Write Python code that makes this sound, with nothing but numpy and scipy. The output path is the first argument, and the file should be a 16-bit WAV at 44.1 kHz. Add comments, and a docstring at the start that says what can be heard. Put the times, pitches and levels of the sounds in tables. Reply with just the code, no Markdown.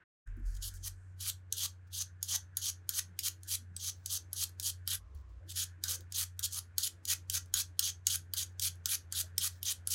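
"""A swivel peeler strips raw potatoes in a small, dry kitchen. After a moment of room noise and a
short silence, a motor hum and faint noise fade in and a low rumble swells. Quick strokes follow:
the loose blade lands with a tick, skids, bites and tears cells until it lifts off, exciting the
resonances of blade and tuber. Near 5 s the strokes stop and the background changes abruptly: hum
and whirr drop, rumble returns. Then the strokes resume and settle at about four a second."""
import sys
import numpy as np
from scipy import signal
from scipy.fft import rfft, irfft
from scipy.io import wavfile
from scipy.ndimage import uniform_filter1d

SR = 44100
rng = np.random.default_rng(int(sys.argv[2]) if len(sys.argv) > 2 else 0)


def digitize_waveform(pressure):
    """Quantize a signal to 16-bit integers and store it at the path in sys.argv[1].

    Rows of a 2-D input are taken as channels; values are limited to [-1, 1].
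    """
    field = np.atleast_2d(pressure).T
    bounded = np.clip(field, -1, 1)
    quanta = np.round(bounded * 32767).astype(np.int16)
    wavfile.write(sys.argv[1], SR, quanta)


N = 438354

# Spectrum of the room noise: f/Hz, relative level/dB
ROOM_SPECTRUM = [(20, -20.5), (60, -12.5), (120, -10.5), (200, -19), (400, -20.5), (800, -24.5),
                 (1200, -25), (2200, -29.5), (3200, -37.5), (9000, -52.5), (13000, -60.5), (16000, -72.5)]
# Standing waves of the room: f/Hz, bandwidth/Hz, relative level/dB
ROOM_MODES = [(159, 8.3, -6), (162.5, 9, -3.5), (233, 19, -2), (291, 12, -4.5), (328, 30, -0.5),
              (433.5, 7.7, -4.5), (548, 14, -12)]
# Reverberation time: f/Hz, T60/s
ROOM_T60 = [(1000, 0.22), (3000, 0.13), (7000, 0.17), (11000, 0.094), (15000, 0.065)]
# Envelopes of the whirr near 1.5 kHz and of the thin hiss: t/s, level/dB
WHIRR_ENVELOPE = [(.26, -65), (.4, -70), (.73, -68), (.77, -74.5), (1.3, -77.5), (2.3, -74.5), (4, -78),
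                  (4.96, -73.5), (4.99, -103), (5.4, -88), (5.43, -75.5), (5.7, -71.5), (7.5, -78.5),
                  (8.7, -75), (9.94, -75.5)]
HISS_ENVELOPE = [(.05, -100), (.26, -76), (.33, -89), (.75, -66), (.95, -82), (1.1, -83), (1.2, -93),
                 (4.96, -87.5), (4.99, -94), (5.4, -91), (9.94, -88.5)]
# Swells of rumble: f/Hz, then an envelope of t/s, level/dB
RUMBLE_SWELLS = [(44.2, [(.24, -99), (.275, -42), (.39, -46), (.47, -34.5), (.6, -44), (.76, -51),
                 (.93, -54), (1.05, -71), (1.4, -76), (1.5, -90)]), (60.5, [(4.97, -80), (4.99, -57),
                 (5.13, -50.5), (5.16, -43), (5.24, -55), (5.27, -51.5), (5.39, -50), (5.42, -71)]),
                 (29.7, [(7.48, -76), (7.56, -55), (7.62, -83)])]
# Peel and fingers brushing: t/s, decay time/s, level/dB
RUSTLES = [(1.874, 0.018, -75), (3.96, 0.13, -74), (5.153, .07, -72.5), (5.293, .05, -79), (7.48, .03, -78),
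           (8.515, .03, -79), (8.746, 0.071, -84), (9.528, .07, -65)]
# Soft rubs and creaks, and one ringing knock as the blade lands at 5.84 s:
# t/s, two thirds of the duration/s, level/dB, f/Hz
RUBS_AND_KNOCK = [(0.361, 0.046, -62, 331), (0.364, .06, -58, 240), (.92, 0.15, -82, 8050),
                  (1.495, 0.11, -72.5, 453), (3.037, 0.14, -68, 178), (3.579, 0.086, -67.5, 226),
                  (3.68, 0.11, -67, 177), (4.988, 0.15, -73, 1110), (5.119, 0.049, -68, 428),
                  (5.17, 0.18, -75.5, 1070), (5.406, 0.058, -67.5, 560), (5.437, 0.063, -68.5, 331),
                  (5.774, .08, -68.5, 307), (5.836, 0.11, -57.5, 1520), (5.885, 0.11, -66, 504),
                  (5.928, 0.11, -68.5, 357), (8.1, .3, -69.5, 147.5), (8.6, .3, -71.5, 156),
                  (9.05, .3, -78, 169), (9.236, 0.033, -67, 616), (9.34, 0.066, -61, 152)]
# Modes of the flesh, and of the tuber in the cupped hand: f/Hz, bandwidth/Hz, gain per pass/dB
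FLESH_MODES = [(1530, 475, -2.5), (1910, 140, -2), (2457, 710, -1.5)]
HOLLOW_MODES = [(643, 91, -3.5), (870, 290, -2.5), (1215, 310, 2)]
# Modes of blade and frame: f/Hz, bandwidth/Hz, gain/dB
BLADE_MODES = [(3303, 470, -8), (4430, 270, -34.5), (4940, 71, -15), (6300, 430, 4.5), (6856, 170, -1),
               (10820, 1300, 6.5), (11100, 6300, 0), (14600, 900, -15.5)]
# Broad spectrum of the cut: f/Hz, gain/dB
CUT_SPECTRUM = [(700, -27), (1500, -28.5), (2300, -22), (3200, -1.5), (5600, 1), (8000, -4), (10400, -11),
                (13300, -16), (15000, -1.5), (16500, -8.5)]
# The blade snapping on its pivots: t/s, peak level/dB, brightness/dB, relative knock/dB, ringing f/Hz
TICKS = [(0.273, -60.5, -30, -14, 6500), (0.3677, -59, -8, -6, 9900), (0.397, -65, -4, -6, 10500),
         (0.549, -47, -28, -22.5, 4710), (0.7387, -47, -9, -25, 8020), (1.5242, -15.5, -14.5, -40.5, 6230),
         (2.0296, -46.5, 0, -24, 6380), (2.2276, -20, -14.5, -45, 8740), (2.5692, -17.5, -9.5, -32.5, 6700),
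         (2.8911, -16.5, -12.5, -33.5, 7030), (3.1898, -19.5, -16, -51.5, 4960),
         (3.2828, -19, -10.5, -45, 6240), (3.432, -35, -22.5, -40.5, 8740), (3.7643, -26.5, -21, -41, 8070),
         (4.059, -19, -32, -57, 6070), (4.33, -20, -13.5, -38, 6300), (4.4924, -46, -12, -22, 6250),
         (4.5977, -23.5, -15.5, -43, 6240), (4.8753, -17, -8.5, -31, 4640), (5.148, -56, -9, -20, 6140),
         (5.49, -43.5, -10, -38, 6360), (5.5043, -34, -15, -38, 7640), (5.8375, -17.5, -16.5, -26.5, 5130),
         (6.0065, -42, -11, -30, 6850), (6.122, -29, -29, -41, 7500), (6.3919, -21.5, -10, -29, 8770),
         (6.781, -11.5, -10.5, -34, 6590), (7.0524, -25.5, -17, -50, 6100),
         (7.2981, -16.5, -12.5, -44.5, 6240), (7.4583, -52, -32, -22, 7060), (7.5393, -9, -10, -31, 6710),
         (7.7925, -10.5, -10.5, -36.5, 8500), (8.0682, -11, -18, -37.5, 6430),
         (8.1564, -19.5, -12, -40, 6420), (8.336, -18.5, -9, -29.5, 4730), (8.431, -27, -22, -39, 6570),
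         (8.5956, -23.5, -27, -44, 8540), (8.7545, -53, -20.5, -20, 7570), (8.857, -14.5, -11, -28.5, 6100),
         (9.1236, -21, -30, -27.5, 6900), (9.3797, -12.5, -11, -43, 8470), (9.629, -20, -6.5, -46, 6880),
         (9.872, -17, -38, -35.5, 8260)]
# Strokes: landing t/s, delay to bite/ms, delay to lift/ms; level/dB at skid, bite, mid-cut, lift;
# relative level/dB of hollow crunch, flesh crunch, initial rasp, main blade mode
STROKES = [(0.453, 92, 123.5, -65.5, -58, -64, -54, -30, -32, -19, -3),
           (0.611, 10, 85.1, -55, -42.5, -43, -47, -34, -27, -11.5, -8.5),
           (0.737, 12, 43.7, -58.5, -57, -61, -67, -23, -24, -32, -9),
           (0.827, 9.5, 59.3, -53, -44, -41.5, -39, -27.5, -23, -13.5, 2),
           (1.19, 12, 115.6, -58, -43, -42.5, -33, -30.5, -17, -8, -2.5),
           (1.524, 42, 141, -53, -42.5, -37, -34.5, -27, -22, -6, 0),
           (1.924, 11, 104.2, -49.5, -42.5, -41, -34, -33, -24, -3.5, 5.5),
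           (2.228, 53, 138.6, -52.5, -39, -36.5, -30.5, -26, -22, -8.5, 2),
           (2.573, 39, 133.2, -51, -41.5, -36, -36.5, -30.5, -23.5, -8, 3),
           (2.894, 41, 104.7, -48, -40.5, -38, -28.5, -31.5, -22, -9, 1),
           (3.19, 39, 97.6, -53, -39, -34, -34.5, -33, -20, -7, 1),
           (3.43, 41, 130.1, -67, -47, -36, -32, -34, -22, -10.5, 1),
           (3.764, 28, 140.6, -60, -49.5, -38.5, -35, -30.5, -24.5, -9, 6.5),
           (4.059, 34, 121.5, -52.5, -40.5, -34.5, -38.5, -27, -24.5, -9, 1.5),
           (4.331, 26, 115.8, -56, -40.5, -38.5, -32.5, -37, -25.5, -7, 2),
           (4.598, 25, 109.8, -54.5, -41.5, -33, -37, -31.5, -23.5, -11.5, 0.5),
           (4.876, 25, 84.2, -42, -35.5, -36, -33.5, -29, -17.5, -6.5, -2),
           (5.488, 10, 39.94, -49.5, -42.5, -47, -47, -36, -21, -6.5, -2),
           (5.535, 19, 111, -54.5, -38.5, -35.5, -37, -40, -16, -11, -1),
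           (5.836, 42, 126.5, -46.5, -34.5, -37.5, -41.5, -24.5, -18.5, -8, 5.5),
           (6.122, 19, 122.7, -53, -38.5, -34, -36.5, -32, -19, -5, 4.5),
           (6.391, 33, 73.5, -65, -38, -32.5, -33.5, -40, -30, -11, -2.5),
           (6.505, 15, 89.9, -52, -41.5, -41, -37.5, -30.5, -24, -14.5, -2),
           (6.782, 47, 99.8, -43, -31, -35, -36.5, -33.5, -19, -9, -5.5),
           (7.052, 21, 88.5, -56, -39, -30.5, -33.5, -26.5, -15.5, -11, 0),
           (7.296, 14, 89.8, -55, -45.5, -33.5, -35, -28, -18, -7, 0),
           (7.542, 25, 82.8, -39, -33, -33, -36, -29, -17.5, -6, 1),
           (7.793, 24, 114.9, -50, -36.5, -35.5, -39, -28, -23, -4.5, 2.5),
           (8.07, 27, 91.4, -41, -35, -34, -33, -37, -18.5, -9, 0),
           (8.337, 26, 98.6, -54.5, -35, -36, -40.5, -32, -19, -7, 0.5),
           (8.597, 16, 91.8, -51.5, -36.5, -33, -35.5, -41, -19.5, -9, 0),
           (8.859, 24, 99.2, -49.5, -39, -32.5, -34.5, -36, -19, -7.5, -2.5),
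           (9.124, 22, 95.3, -48, -36.5, -35.5, -34.5, -38, -21.5, -6, 1.5),
           (9.379, 25, 103.1, -53, -37.5, -31.5, -37, -27.5, -19, -6, 1.5),
           (9.627, 22, 103.2, -53, -38, -33.5, -36.5, -29, -19.5, -7, 0.5),
           (9.875, 26, 97.3, -50, -35.5, -32.5, -26, -32, -15.5, -11.5, -0.5)]

FADE_IN_S, PAUSE_S = (0.256, 0.275), (4.985, 5.41)
HUM_HZ, HUM_SAG_HZ_PER_S, NOISE_RISE_DB_PER_S = 91.2, 0.22, 0.3671
REVERB_DB, REVERB_GAP_S = -8, 0.0008
STRIKE_SCATTER_DB, GRIP_SWELL_DB = 4.7, 2
BRUSH_S, LAND_S, BITE_S, LIFT_S = 0.024, 0.002, 0.006, 0.004
BRUSH_DB, RASP_AT_LIFT_DB, UPPER_MODE_DB = -12, -9, -5
FIZZ_DB, FIRM_DB, FIZZ_DB_PER_DB = -4.5, -40, 0.1  # cuts lighter than FIRM_DB fizz less
CRUNCH_PEAK_DEPTH = 0.85  # depth of the cut runs from 0 to 1


def undb(db):
    """Amplitude ratio of a level in decibels."""
    return np.exp(np.asarray(db) * (np.log(10) / 20))


def unit(x):
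    """Normalisation to rms 1."""
    return x / np.sqrt(np.mean(x ** 2))


def noise(count=N):
    """Gaussian white noise."""
    return rng.standard_normal(count)


def curve(times, values):
    """Linear interpolation between timed values."""
    return np.interp(np.arange(N) / SR, times, values)


def in_pause(usual_db, pause_db):
    """A level that steps to another value during the pause."""
    start, end = PAUSE_S
    return curve([start - .01, start + .01, end - .01, end + .01], [usual_db, pause_db, pause_db, usual_db])


def flicker(rate_hz):
    """Random modulation: held values, smoothed, with a spread near 1."""
    step = 16
    hold = max(int(SR / rate_hz / step), 1)
    held = np.repeat(noise(N // step // hold + 2), hold)
    smooth = uniform_filter1d(uniform_filter1d(held, hold), hold)
    return 1.3 * uniform_filter1d(np.repeat(smooth, step)[:N], step)


def band(x, lo_hz, hi_hz):
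    """Band-pass filtering, normalised to rms 1."""
    return unit(signal.sosfilt(signal.butter(3, (lo_hz, hi_hz), "bandpass", fs=SR, output="sos"), x))


def highpass(x, hz):
    """Third-order high-pass filtering."""
    return signal.sosfilt(signal.butter(3, hz, "highpass", fs=SR, output="sos"), x)


def ring(x, hz, width):
    """A damped resonator with gain 1 at its centre."""
    return signal.lfilter(*signal.iirpeak(hz, hz / width, fs=SR), x)


def modes(x, table):
    """Modal superposition: resonances summed with alternating sign."""
    return sum((-1) ** k * undb(db) * ring(x, hz, width) for k, (hz, width, db) in enumerate(table))


def colour(x, spectrum):
    """Minimum-phase filtering to a given spectrum, by folding the cepstrum."""
    hz, db = np.transpose(spectrum)
    size = 8192
    grid_hz = np.maximum(np.arange(size // 2 + 1) * SR / size, 1)
    cepstrum = irfft(np.interp(np.log(grid_hz), np.log(hz), db) * np.log(10) / 20)
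    cepstrum[1:size // 2] *= 2
    cepstrum[size // 2 + 1:] = 0
    return signal.fftconvolve(x, irfft(np.exp(rfft(cepstrum))))[:len(x)]


def crackle(rate_hz, scatter_db):
    """Shot noise, as of bursting cells: dense impulses of uneven size at random times."""
    count = int(rate_hz * N / SR)
    sizes = noise(count) * undb(scatter_db * np.minimum(rng.exponential(size=count), 3.5))
    return unit(np.bincount(rng.integers(0, N, count), sizes, N))


def room_noise():
    """Broadband noise and randomly excited standing waves, with a whirr and a thin hiss."""
    room_db = in_pause(-73.5, -73) + NOISE_RISE_DB_PER_S * np.arange(N) / SR
    broad = unit(colour(noise(), ROOM_SPECTRUM))
    standing = unit(sum(undb(db + 3.1 * flicker(5.1)) * ring(noise(), hz, width) / np.sqrt(width)
                        for hz, width, db in ROOM_MODES))
    core, skirt = band(noise(), 1400, 1800), band(noise(), 1000, 2500)
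    whirr = core * undb(2.7 * flicker(25)) + undb(-7) * skirt
    hiss = unit(ring(ring(noise(), 7000, 3500), 7000, 4500))
    return (undb(room_db + flicker(3.4)) * (broad + undb(-5) * standing)
            + undb(curve(*np.transpose(WHIRR_ENVELOPE))) * whirr
            + undb(curve(*np.transpose(HISS_ENVELOPE))) * hiss)


def rumble():
    """Random frequency modulation: a low tone wanders above a deeper band of noise."""
    out = np.zeros(N)
    for hz, envelope in RUMBLE_SWELLS:
        times, db = np.transpose(envelope)
        gate = curve([times[0] - .03, times[0], times[-1], times[-1] + .034], [0, 1, 1, 0])
        tone = np.sqrt(2) * np.sin(2 * np.pi * np.cumsum(hz * (1 + .1 * flicker(11))) / SR)
        deep = unit(ring(ring(noise(), .83 * hz, 27), .83 * hz, 27))
        out += gate * undb(curve(times, db)) * (.95 * tone + .33 * deep)
    return out


def motor_hum():
    """Quasi-periodic vibration: a sagging tone, faint lines at 4/3, 5/3 and 2 times it, a noise skirt."""
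    hz = HUM_HZ - HUM_SAG_HZ_PER_S * np.arange(N) / SR
    phase = 2 * np.pi * np.cumsum(hz + .8 * flicker(8.8)) / SR
    lines = sum(undb(db + 1.1 * flicker(2.1)) * np.sin(order * phase / 3)
                for order, db in ((4, -24.5), (5, -23), (6, -30)))
    tone = np.sqrt(2) * (np.sin(phase) + lines) * undb(2 * flicker(7.9))
    skirt = undb(-10.5) * band(noise(), 68, 96.8)
    return undb(in_pause(-52.5, -59)) * (tone + skirt)


def reverberation(x):
    """The kitchen's diffuse field decays exponentially, fastest in the top bands."""
    t = np.arange(SR // 3) / SR
    hz, t60 = np.transpose(ROOM_T60)
    tail = sum(ring(noise(len(t)), f, f / 2) * undb(-60 * t / np.interp(np.log(f), np.log(hz), t60))
               for f in 500 * 2 ** np.arange(0, 5.1, .5))
    tail *= t > REVERB_GAP_S
    return undb(REVERB_DB) * signal.fftconvolve(x, tail / np.sqrt(np.sum(tail ** 2)))[:N]


def rustles():
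    """Friction of peel and fingers: bright bursts, quick to rise, slow to fade, and a bed in the pause."""
    db = np.full(N, -150.)
    for s, decay_s, peak_db in RUSTLES:
        times = [s - .01, s - .009, s, s + decay_s, s + decay_s + .001]
        db = np.maximum(db, curve(times, [-150, peak_db - 15, peak_db, peak_db - 9.5, -150]))
    steady = undb(in_pause(-150, -87.5) + 1.3 * flicker(20)) * band(noise(), 2600, 7000)
    return undb(db) * unit(colour(crackle(8000, 1.8), CUT_SPECTRUM)) + steady


def rubs_and_knock():
    """Noise-driven resonance: soft narrow-band rubs and creaks, and one ringing knock of the landing blade."""
    out = np.zeros(N)
    for s, length, db, hz in RUBS_AND_KNOCK:
        start, count = int(s * SR), int(length * SR * 1.5)
        burst = unit(ring(ring(noise(SR // 2), hz, hz / 7), hz, hz / 4))[-count:]
        out[start:start + count] += undb(db) * burst * np.sin(np.pi * np.sqrt(np.arange(count) / count))
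    return out


def blade_ticks():
    """Impact excitation: each snap on the pivots rings the blade's modes and knocks the tuber."""
    t = np.arange(4096) / SR
    out = np.zeros(N + len(t))
    for s, db, bright_db, knock_db, ring_hz in TICKS:
        push = noise(len(t)) * (t / .00062) ** 2 * np.exp(-t / .00064)
        chatter = noise(len(t)) * undb(-16) * np.exp(-t / .0044)
        struck = []
        for hz, width, gain_db in BLADE_MODES:
            octaves_off = min(abs(np.log2(hz / ring_hz)), .6)
            struck.append((hz, width, rng.normal(gain_db, STRIKE_SCATTER_DB) - 4.9 * octaves_off))
        tick = colour(push + chatter, CUT_SPECTRUM) + undb(1.5) * modes(push + chatter, struck)
        tick += undb(7.5) * ring(tick, ring_hz, width=98)  # one narrow resonance lingers
        tick = highpass(tick, 1800)
        tick += (undb(bright_db + 13) - 1) * highpass(tick, 8500)
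        thud = noise(len(t)) * np.exp(-t / .032)
        knock = modes(modes(thud, FLESH_MODES[:1]), FLESH_MODES[:1])
        snap = tick / np.abs(tick).max() + undb(knock_db) * knock / np.abs(knock).max()
        start = int(s * SR)
        out[start:start + len(t)] += undb(db) * snap
    return out[:N]


def tuber(x, table):
    """Forced resonance of the tuber: two passes through each mode, which swells as the grip shifts."""
    return unit(sum((-1) ** k * undb(2 * db + GRIP_SWELL_DB * flicker(7))
                    * ring(ring(x, hz, width), hz, width) for k, (hz, width, db) in enumerate(table)))


def blade_edge(cut_db, depth, rasp_db, main_mode_db):
    """Forced vibration: tearing cells drive each blade mode, favouring high ones as the cut deepens."""
    tilt_db_per_octave = 4 * (depth - .6)
    extra_db = {3: main_mode_db, 5: UPPER_MODE_DB}  # by mode index
    singing = np.zeros(N)
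    for k, (hz, width, db) in enumerate(BLADE_MODES):
        mode_db = db + 3.7 * flicker(60) + 2 * flicker(9) + tilt_db_per_octave * np.log2(hz / 4500)
        singing += undb(mode_db + extra_db.get(k, 0)) * ring(crackle(6000, 1.4), hz, width)
    edge = colour(crackle(12000, 1.1), CUT_SPECTRUM) + undb(6.5) * singing
    rasp = undb(rasp_db)
    fizz = undb(FIZZ_DB + FIZZ_DB_PER_DB * np.clip(cut_db - FIRM_DB, -30, 0))
    hiss = np.sqrt(np.clip(1 - rasp ** 2 - fizz ** 2, .05, 1))
    edge = (rasp * band(band(edge, 2800, 4400), 2500, 6000)
            + hiss * band(edge, 4400, 8500)
            + fizz * band(edge, 8500, 17000))
    # the hand sets the power of the cut; the modes only trade their shares of it
    return edge / np.sqrt(uniform_filter1d(edge ** 2, size=SR // 50) + 1e-6)


def stroke_envelopes():
    """Piecewise-linear envelopes: the blade brushes the skin, lands, skids, bites and lifts."""
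    rows = []
    for land, bite_ms, lift_ms, skid, start, middle, end, hollow, crunch, rasp, main_mode in STROKES:
        bite, lift = land + bite_ms / 1000, land + lift_ms / 1000
        stages = [(land - BRUSH_S - .001, -150, 0), (land - BRUSH_S, -84, 0),  # t/s, level/dB, depth
                  (land - LAND_S, skid + BRUSH_DB, 0), (land + BITE_S, skid, 0), (bite - .002, skid, 0),
                  (bite + BITE_S, start, .1), ((bite + lift) / 2, middle, .6), (lift - LIFT_S, end, 1),
                  (lift + LIFT_S, -80, 1), (lift + LIFT_S + .001, -150, 1)]
        rows += [(s, db, depth, hollow, crunch, rasp + depth * (RASP_AT_LIFT_DB - rasp), main_mode)
                 for s, db, depth in stages]
    times, *columns = np.transpose(sorted(rows))
    return [curve(times, column) for column in columns]


def cutting():
    """Stick-slip friction: fluttering pressure scales the blade's rasp and the tuber's crunch."""
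    cut_db, depth, hollow_db, crunch_db, rasp_db, main_mode_db = stroke_envelopes()
    pressure = undb(cut_db + .6 * flicker(60) + flicker(300))
    edge = blade_edge(cut_db, depth, rasp_db, main_mode_db)
    hollow = undb(hollow_db) * tuber(crackle(2000, .67), HOLLOW_MODES)
    crunch = undb(crunch_db) * tuber(crackle(3000, .53), FLESH_MODES)
    tuber_gain = undb(2.5 - 14 * np.abs(depth - CRUNCH_PEAK_DEPTH) + 2 * flicker(40))
    return pressure * (edge + (hollow + crunch) * tuber_gain)


def scene():
    """Superposition of the peeler's direct sound, its reverberation and the background, in mono."""
    direct = cutting() + blade_ticks()
    # the tail of the stroke before the pause stops short
    tail = reverberation(direct) * undb(curve([4.98, 4.99, 5.1, 5.11], [-1.5, -7, -34, -1.5]))
    room = room_noise()
    mix = direct + tail + rubs_and_knock() + rustles() + motor_hum() + rumble() + room
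    opening_noise = undb(-2.5) * room * curve([.033, .0407], [1, 0])
    return (opening_noise + curve(FADE_IN_S, [0, 1]) ** 2 * mix)[None]


def record(dry):
    """Band limiting: a steep elliptic low-pass at 15.8 kHz."""
    return signal.sosfilt(signal.ellip(10, .2, 80, 15800, fs=SR, output="sos"), dry)


dry = scene()
out = record(dry)
digitize_waveform(out)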